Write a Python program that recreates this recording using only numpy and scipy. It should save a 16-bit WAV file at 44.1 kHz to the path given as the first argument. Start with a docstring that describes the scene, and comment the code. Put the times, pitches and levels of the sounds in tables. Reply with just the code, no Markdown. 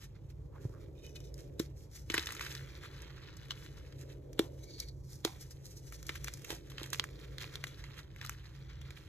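"""A low appliance hum and a soft whoosh that swells and fades are heard first, with small rubs of fingers on chalk.
Hands then lift, snap and crumble soft chalk blocks over a table, close to a two-port microphone indoors.
Hum, air and whoosh are filtered noise; grit is clicks and powdery hiss shaped by hand pressure.
Cracks are short bursts of fractures, some with a thump of the block; bumps excite table resonances.
Fingers sliding on whole pieces make them ring faintly: the rubbing drives narrow resonances."""
import sys
import numpy as np
from scipy import signal
from scipy.fft import rfft, irfft
from scipy.io import wavfile
from scipy.ndimage import uniform_filter1d

SR = 44100
rng = np.random.default_rng(int(sys.argv[2]) if len(sys.argv) > 2 else 0)


def invert_db(x):
    """Field ratio 10**(x/20) for x, a level in decibels (scalar or array-like)."""
    u = np.asarray(x, float) / 20
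    return 10 ** u


def persist_wave(psi):
    """Save psi, clipped to +-1, as 16-bit WAV."""
    counts = np.round(np.clip(psi, -1, 1) * 32767).astype(np.int16)
    wavfile.write(sys.argv[1], SR, np.atleast_2d(counts).T)


N = 400428
T = np.arange(N) / SR


def curve(table):
    """Columns of a breakpoint table, interpolated at every sample."""
    s, *columns = np.transpose(table)
    return [np.interp(T, s, c) for c in columns]


def unit(x):
    """Scale to rms 1."""
    return x / np.sqrt(np.mean(x ** 2))


def colour(x, points):
    """Causal filter through (Hz, dB) points, built from the cepstrum of the log gain."""
    hz, db = np.transpose(points)
    bins_hz = np.linspace(1, SR / 2, 2049)
    gain_db = np.interp(np.log(bins_hz), np.log(hz), db)
    cepstrum = irfft(np.log(invert_db(gain_db)))
    # folding the cepstrum onto positive time gives minimum phase
    cepstrum[1:2048] *= 2
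    cepstrum[2049:] = 0
    impulse = irfft(np.exp(rfft(cepstrum)))
    impulse = impulse.reshape((1,) * (x.ndim - 1) + (-1,))
    return signal.fftconvolve(x, impulse, axes=-1)[..., :x.shape[-1]]


def ring(x, modes):
    """Sum of resonances (Hz, width Hz, dB); each dB is the mode's own gain at its centre."""
    return sum(invert_db(db) * signal.lfilter(*signal.iirpeak(hz, hz / width, SR), x) for hz, width, db in modes)


def walk(rate):
    """Random levels held 1 / rate s and slewed twice; spread near 1."""
    hold = int(SR / rate)
    steps = np.repeat(rng.standard_normal(N // hold + 1), hold)
    return 1.3 * uniform_filter1d(uniform_filter1d(steps, hold), hold)[:N]


def grains(rate, spread_db):
    """Random clicks, mostly tiny, a few large; rate in clicks per second."""
    chance = rng.random((3, N))
    happens = chance[0] < rate / SR
    sign = np.sign(chance[1] - .5)
    return happens * sign * invert_db(-spread_db * np.log(chance[2] + 0.0013))


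def add(out, s, x, db):
    """Place a sound at s with its peak at db."""
    i = int(s * SR)
    out[i:i + len(x)] += (invert_db(db) * x / np.abs(x).max())[:N - i]


# resonances of the appliance, balanced among themselves: centre_hz, width_hz, level_db
HUM_MODES = [(57.6, 3.7, 7.5), (73.4, 3.8, 4), (98.8, 6.9, -0.5), (133.38, 2.02, 10)]


def hum():
    """Appliance hum: noise in narrow low resonances, so each tone wavers; two unrelated draws."""
    tones = ring(rng.standard_normal((2, N)), HUM_MODES)
    band = signal.butter(3, (33, 190), "bp", fs=SR, output="sos")
    return invert_db(-51) * unit(signal.sosfilt(band, tones))


# spectrum shape of the still air: frequency_hz, level_db
AIR_COLOUR = [(26, -6.5), (45, 5.5), (150, 8.5), (220, -36.5), (320, -1.5), (500, -36), (800, -16),
              (2000, -39), (15000, -49.5)]


def air():
    """Still air: steady coloured noise; two unrelated draws."""
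    return invert_db(-56) * unit(colour(rng.standard_normal((2, N)), AIR_COLOUR))


# swell and fade of the whoosh: time_s, level_db
WHOOSH_SWELL = [(0.0, -68), (0.68, -58), (1.6, -56), (1.95, -66), (2.4, -58), (3.44, -63.5), (4.47, -53.5),
                (5.06, -65.5), (7.2, -57), (8.47, -68), (9.08, -65)]
# spectrum shape of the whoosh: frequency_hz, level_db
WHOOSH_COLOUR = [(180, -24.5), (290, 2), (410, 2), (560, -1.5), (680, -13), (1000, -42.5)]


def whoosh():
    """Soft whoosh: coloured noise with a slow level curve; two unrelated draws."""
    level_db, = curve(WHOOSH_SWELL)
    return invert_db(level_db) * unit(colour(rng.standard_normal((2, N)), WHOOSH_COLOUR))


def movement(s, length):
    """Power shape of one hand movement: pressure swells to a peak at s and eases off."""
    rise_share = 0.48  # rise time against fall time
    edge_db, shoulder = -26, 0.96  # level one length after the peak; roundness of the top
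    near = slice(max(int((s - 4 * length) * SR), 0), int((s + 4 * length) * SR))
    away = np.where(T[near] < s, (s - T[near]) / rise_share, T[near] - s) / length
    return near, invert_db(edge_db * away ** shoulder) ** 2


# loose rubble trickling and shifting: time_s, crumbs_db, powder_db
TRICKLE = [(0, -76.5, -78.5), (0.95, -92, -87), (1.2, -78, -77.5), (2.07, -80, -83), (2.2, -52, -57.5),
           (2.52, -51, -53.5), (2.62, -57.5, -63.5), (3.3, -58, -72), (3.47, -62, -69.5),
           (3.6, -59.5, -62.5), (3.85, -62.5, -68.5), (4.2, -79.5, -85), (4.72, -74.5, -66.5),
           (4.97, -91, -80), (5.3, -67, -69), (5.85, -75.5, -69), (6.2, -58.5, -60.5), (6.42, -64.5, -62),
           (6.7, -68, -72), (7.9, -60, -67.5), (8.11, -75, -109), (8.5, -67, -73), (8.8, -60.5, -73.5),
           (9.08, -66, -70)]
# fingers rub or squeeze once: most_pressure_s, crumbs_db, powder_db, length_s
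STROKES = [(0.016, -58.5, -56, 0.097), (0.156, -65.5, -80, 0.06), (0.303, -66, -65.5, 0.054),
           (0.616, -68, -63.5, 0.21), (0.814, -65.5, -68, 0.19), (1.051, -66.5, -63, 0.27),
           (1.161, -53.5, -49, 0.037), (1.254, -71.5, -60.5, 0.085), (1.392, -63.5, -58, 0.11),
           (1.792, -71, -58, 0.13), (1.962, -61, -52, 0.17), (2.165, -36.5, -57, 0.091),
           (2.453, -47.5, -51, 0.083), (3.99, -63.5, -57.5, 0.14), (4.101, -57, -60.5, 0.091),
           (4.638, -73, -58, 0.048), (4.794, -57.5, -54, 0.11), (4.887, -70, -57, 0.02),
           (5.105, -67, -53.5, 0.21), (5.411, -76, -54, 0.086), (5.51, -65, -49, 0.038),
           (5.66, -73, -53.5, 0.081), (5.708, -70, -55.5, 0.074), (5.771, -67, -48, 0.042),
           (5.871, -65.5, -56, 0.14), (5.941, -65, -54, 0.1), (6.509, -47, -46, 0.12),
           (6.794, -54.5, -61.5, 0.31), (6.937, -47, -42.5, 0.033), (7.248, -51, -59.5, 0.049),
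           (7.417, -47.5, -53, 0.14), (7.543, -50, -58, 0.1), (7.984, -50.5, -57, 0.11),
           (8.248, -54, -61.5, 0.42), (8.7, -54, -82, 0.053), (8.972, -56, -62.5, 0.094)]


def pressure():
    """Levels of crumbs and powder in dB: the trickle, each stroke, and the debris that every crack sheds."""
    # debris after a crack of length 1; its powder follows the brightness of dull cracks
    shed_db, shed_fine_db, shed_bright, shed_t60_s = -34, -28.5, 0.63, 0.2
    coarse, fine = (invert_db(db) ** 2 for db in curve(TRICKLE))
    for s, crumbs_db, powder_db, length in STROKES:
        near, shape = movement(s, length)
        coarse[near] += invert_db(crumbs_db) ** 2 * shape
        fine[near] += invert_db(powder_db) ** 2 * shape
    for s, db, _, bright_db, length in CRACKS:
        after = slice(int(s * SR), int(s * SR) + SR // 3)
        shed = (length * invert_db(db - 60 * (T[after] - s) / shed_t60_s)) ** 2
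        coarse[after] += invert_db(shed_db) ** 2 * shed
        fine[after] += invert_db(shed_fine_db + shed_bright * min(bright_db, 0)) ** 2 * shed
    return [10 * np.log10(power) for power in (coarse, fine)]


# spectrum shape of crumbs and of coarse fractures: frequency_hz, level_db
COARSE = [(350, -19), (900, -6), (1400, -2), (2000, 0), (2900, -4), (3600, -0.5), (4600, -3.5), (6500, -12),
          (8500, -17.5), (14000, -46.5)]
# spectrum shape of powder and of fine fractures: frequency_hz, level_db
FINE = [(2500, -23.5), (4200, -4.5), (5300, -1.5), (6300, -1.5), (7800, -9.5), (9500, -5.5), (13500, -13),
        (15500, -13), (16000, -33.5)]


def grit():
    """Crumbs of several sizes tick and ring briefly; powder hisses; pressure comes in small jerks."""
    coarse_db, fine_db = pressure()
    jerk = invert_db(2.4 * walk(60))
    ticks = unit(grains(900, spread_db=4) * jerk)
    sizes_hz = 950 * 1.35 ** np.arange(7)
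    crumbs = sum(ring(grains(400, spread_db=3.1) * jerk, [(hz, hz / 4, 0)]) for hz in sizes_hz)
    powder = unit(rng.standard_normal(N) * jerk)
    coarse = unit(colour(ticks + 1.8 * unit(crumbs) + 1.4 * powder, COARSE))
    fine = unit(colour(ticks + 1.36 * powder, FINE))
    # a bright rub of skin on powder moves few big crumbs, so its low end thins out; a dull crumble is warmer
    low = signal.sosfilt(signal.butter(2, 2200., fs=SR, output="sos"), coarse)
    thin = np.clip((fine_db - coarse_db + 5.) / 8., -.3, .9)
    rubbing = invert_db(coarse_db) * (coarse - thin * low) + invert_db(fine_db) * fine
    return rubbing + palms(powder + 1.1 * ticks)


# palms scuff over blocks and rubble, a duller rub: most_pressure_s, level_db, length_s, resonance_hz
SCUFFS = [(0.56, -58.5, 0.15, 1000), (0.59, -59, 0.1, 1480), (0.758, -67.5, 0.2, 1220),
          (2.152, -47, 0.058, 860), (4.412, -49.5, 0.1, 850), (5.269, -46.5, 0.091, 860),
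          (6.512, -48, 0.092, 690), (8.248, -58, 0.054, 1300)]


def palms(rub):
    """Each scuff rubs through the hollow between palm and chalk, a broad resonance applied twice."""
    out = np.zeros(N)
    for s, db, length, hz in SCUFFS:
        near, shape = movement(s, length)
        hollow = [(hz, hz * .55, 0)]
        scuff = unit(ring(ring(rub[near], hollow), hollow))
        out[near] += invert_db(db) * np.sqrt(shape) * scuff
    return out


# the block bumps the table: start_s, peak_db
BUMPS = [(0.652, -27), (0.698, -39)]
# resonances of the table: centre_hz, width_hz, level_db
TABLE_MODES = [(122, 30, 0), (330, 150, -10)]


def bumps():
    """A short soft push sets the low table resonances ringing."""
    out, t = np.zeros(N), T[:SR // 10]
    for s, db in BUMPS:
        add(out, s, ring(t * np.exp(-t / 0.00069), TABLE_MODES), db)
    return out


# a whole piece is held and rubbed: start_s, end_s, ring_db (against the rubbing)
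SLIDES = [(0.95, 1.3, 11), (4.6, 4.92, 14)]
# resonances of the full block, then of the broken piece: centre_hz, width_hz, level_db
PIECE_MODES = [
    [(2500, 50, 3), (2990, 60, 0), (3700, 120, -1), (5260, 150, -6), (5960, 180, -9)],
    [(2261, 35, 1), (3950, 160, -2), (4450, 140, 3), (6170, 200, -12)],
]


def held(near):
    """While a piece is whole, rubs and ticks drive its narrow modes; the shifting grip frees or damps each one."""
    out = 0
    for (start, end, db), modes in zip(SLIDES, PIECE_MODES):
        during = (T > start) * (T < end)
        for mode in modes:
            grip = invert_db(6 * walk(20))
            out = out + invert_db(db) * ring(near * during * grip, [mode])
    return out


# cracks: peak_s, level_db, lump_resonance_hz, brightness_db (below 0 lowers the fine part, above 0 the coarse),
# length (1 gives a main decay constant of 1.1 ms)
CRACKS = [(6.029, -38, 4070, 0, .8), (6.9855, -41, 6500, 8, .8), (7.089, -44, 1900, -24, 1.7),
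          (8.1624, -39.5, 2050, -10, 1), (2.351, -34, 1320, 5, 1.2), (2.4784, -39.5, 1400, -8, 0.85),
          (2.5980, -48.5, 4010, -11, 1), (2.8368, -39.5, 1670, -14, 2.5), (3.02, -41, 6500, 11, 1.3),
          (3.3690, -49, 6240, 0, 3), (3.9247, -47, 2050, -17, 2.1), (1.065, -43, 3700, 19, 1.9),
          (1.204, -46, 3020, 6, 1.4), (1.342, -41.5, 3400, 27, 1.5), (4.331, -46, 3100, 4, 2),
          (5.924, -39, 2270, -1, 1.2), (7.942, -43.5, 1900, -24, 1.47), (8.814, -43, 3000, -7, 2.9),
          (1.5965, -27, 3960, -2, 2.46), (2.1005, -20, 2340, -16, 3.4), (2.1419, -18.5, 1730, -8, 3.8),
          (2.1504, -25, 1870, -5, 1.4), (2.179, -17.5, 2470, -14.5, 2.8), (2.195, -21.5, 3480, -16, 0.81),
          (2.227, -33, 3740, -8, 1.5), (2.259, -34, 5500, -8, 2), (2.2706, -25, 3120, -14, 2.5),
          (2.29, -28.3, 1360, -20, 0.81), (2.306, -31, 2090, -13, 2.5), (2.322, -35, 1360, 1, 2.5),
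          (2.395, -29, 2070, -9, 1.5), (2.4101, -25, 1570, -13, 2.5), (2.45, -38.5, 3600, -8, 1.8),
          (2.4638, -31, 1460, -14, 2.3), (6.719, -41, 1550, -13, 1.6), (2.5513, -30, 3700, -18, 1.7),
          (3.5078, -21.5, 3040, -40, 2.05), (3.518, -33, 3400, -29, 4.3), (3.663, -36.5, 1610, -33, 0.69),
          (4.393, -14.5, 3020, -7.5, 1.4), (4.8013, -28.5, 4370, 34, 1.65), (5.2497, -15.5, 3500, -5, 1.95),
          (6.067, -38.5, 6360, 27, 3.7), (6.093, -22.5, 2180, -17, 2.7), (6.155, -33.5, 1860, -5.5, 3.4),
          (6.2445, -30.5, 2000, 4, 1.6), (6.2742, -34, 2460, -21, 2.9), (6.283, -25.5, 1910, -12, 0.95),
          (6.338, -36, 6460, 3, 1.9), (6.4468, -36, 2510, 0.5, 2.9), (6.505, -24.5, 3730, -2.5, 0.85),
          (6.7822, -27, 2480, -41, 1.1), (6.8323, -27, 3770, -8.5, 1.55), (6.8407, -33, 2610, -20, 1.8),
          (6.8615, -42, 2670, 0, 1.7), (6.903, -39, 6500, 11, 1.9), (6.9312, -24, 3840, -3, 2.2),
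          (6.9461, -26, 2450, -36, 0.36), (6.958, -32, 6000, -14, 0.82), (6.997, -12, 3070, -22, 0.72),
          (7.0409, -24.5, 1710, -6, 1.1), (7.3832, -27.5, 3460, -16, 0.86), (6.701, -43, 3530, -4, 4.7),
          (7.433, -32, 1900, -28, 1.72), (7.4425, -32, 1840, -27, 0.92), (7.556, -27, 3670, -13, 1.2),
          (7.6404, -21, 1900, -11, 1.64), (7.67, -35, 3300, -9, 3), (7.8402, -38, 2170, -14, 1.67),
          (8.2138, -29, 1890, -26, 1.7), (8.2496, -30, 1340, -2, 1.4), (8.263, -34.5, 4300, -2, 0.8),
          (8.272, -36, 3620, -7, 0.66), (8.2952, -25.5, 1290, -0.5, 0.96), (8.9064, -38.5, 1500, -7.5, 1.7)]


def cracks():
    """Each crack is a spiky burst of fractures that swells fast and dies in milliseconds, with a faint longer tail."""
    lead_s = .02  # a crack starts this long before its peak
    creak_db, creak_s = -25.5, 0.0069  # hairline fractures that build up before the break
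    snap_db = 10  # main break at length 1, against the largest small fracture; longer cracks break less cleanly
    out, t = np.zeros(N), T[:SR // 10]
    late = t - lead_s
    for s, db, hz, bright_db, length in CRACKS:
        swell = np.exp(np.minimum(late, 0) / (0.00028 * length)) + invert_db(creak_db) * np.exp(late / creak_s)
        decay = np.exp(-late / (0.0011 * length)) + invert_db(-31.5 - 60 * late / 0.27)
        burst = np.where(late < 0, swell, decay)
        noise, spikes = rng.standard_normal((2, len(t)))
        fractures = burst * noise * invert_db(17.8 * uniform_filter1d(spikes, size=8))
        fractures[int(lead_s * SR)] = invert_db(snap_db) / length * np.abs(fractures).max()
        coarse = ring(fractures, [(hz, hz / 4, 0)]) + 0.59 * colour(fractures, COARSE)
        add(out, s - lead_s, coarse, db + min(-bright_db, 0) + 1.5)
        add(out, s - lead_s, colour(fractures, FINE), db + min(bright_db, 0) + 3.5)
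    return out


# the block thumps as force lets go: release_s, peak_db, push_ms (time to the top of the push)
THUMPS = [(1.598, -21.5, 0.82), (2.101, -31.5, 0.86), (2.141, -28.5, 0.19), (2.18, -30.5, 0.4),
          (4.394, -15, 0.3), (5.25, -20.5, 0.083), (6.094, -37, 0.1), (6.502, -32.5, 0.046),
          (6.526, -36, 0.072), (6.814, -35, 0.079), (6.998, -41, 0.16)]
# resonances of the block: centre_hz, width_hz, level_db
BLOCK_MODES = [(333, 29, 15), (411, 93, 12), (920, 140, -4.5)]


def thumps():
    """The release of force is a soft push, a millisecond or less to its top, that rings the block."""
    out, t = np.zeros(N), T[:SR // 10]
    for s, db, ms in THUMPS:
        push = t * np.exp(-t / ms * 10 ** 3)
        add(out, s + 0.0011, -ring(push, BLOCK_MODES), db)
    return out


def echo(x, t60):
    """A diffuse tail of unit energy: noise that decays 60 dB in t60 seconds."""
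    tail = rng.standard_normal(SR // 3) * invert_db(-60 * T[:SR // 3] / t60)
    return signal.fftconvolve(x, tail / np.sqrt(np.sum(tail ** 2)))[:N]


def scatter(near):
    """Hands and blocks scatter the shorter waves differently to each port, and keep moving."""
    short = signal.sosfilt(signal.butter(2, 500, "hp", fs=SR, output="sos"), near)
    turn = 2 * walk(5)  # radians
    return echo(short * np.cos(turn), .025) + echo(short * np.sin(turn), .025)


# how the two ports differ: frequency_hz, left_lead_radians, likeness (0-1)
PORTS = [(30, 0, .995), (250, -.1, .8), (720, 1.7, .25), (1350, -.2, .85), (2000, .7, .8), (2850, 1.9, .4),
         (4000, 1.2, .75), (4950, 3.1, .3), (6900, 6.2, .88), (7500, 6.4, .88), (9200, 9.3, .93),
         (10200, 9.5, .99), (11800, 12.4, .92), (12900, 12.7, .92), (14800, 15.8, .97)]
# level between the ports: frequency_hz, left_minus_right_db
BALANCE = [(30, -.6), (200, -2.4), (600, -.2), (2400, -1.8), (5500, 0)]


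def two_ports(shared, apart):
    """Two ports hear a shared and an opposed field, mixed by likeness, with their own phase and level."""
    hz = np.arange(N // 2 + 1) * SR / N
    at, *columns = np.transpose(PORTS)
    lead, like = (np.interp(hz, at, c) for c in columns)
    balance_db = np.interp(hz, *np.transpose(BALANCE))
    side = np.array([[1], [-1]])  # left, right
    heard = np.sqrt((1 + like) / 2) * rfft(shared) + side * np.sqrt((1 - like) / 2) * rfft(apart)
    return irfft(heard * np.exp(side * .5j * lead) * invert_db(side * balance_db / 2), N)


def scene():
    """Hum, air and whoosh lie under the near sounds, which get a short room tail and scatter."""
    shared, apart = hum() + air() + whoosh()
    near = grit() + bumps() + cracks() + thumps()
    near = near + held(near)
    room_t60_s, room_db = .2, -21
    shared = shared + near + invert_db(room_db) * echo(near, room_t60_s)
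    return two_ports(shared, apart + scatter(near))


def band_limit(x):
    """A steep low-pass at the top of the band."""
    return signal.sosfilt(signal.butter(12, 16510, fs=SR, output="sos"), x)


def record(dry):
    """Deliver the finished two-port mix."""
    return band_limit(dry)


dry = scene()
out = record(dry)
persist_wave(out)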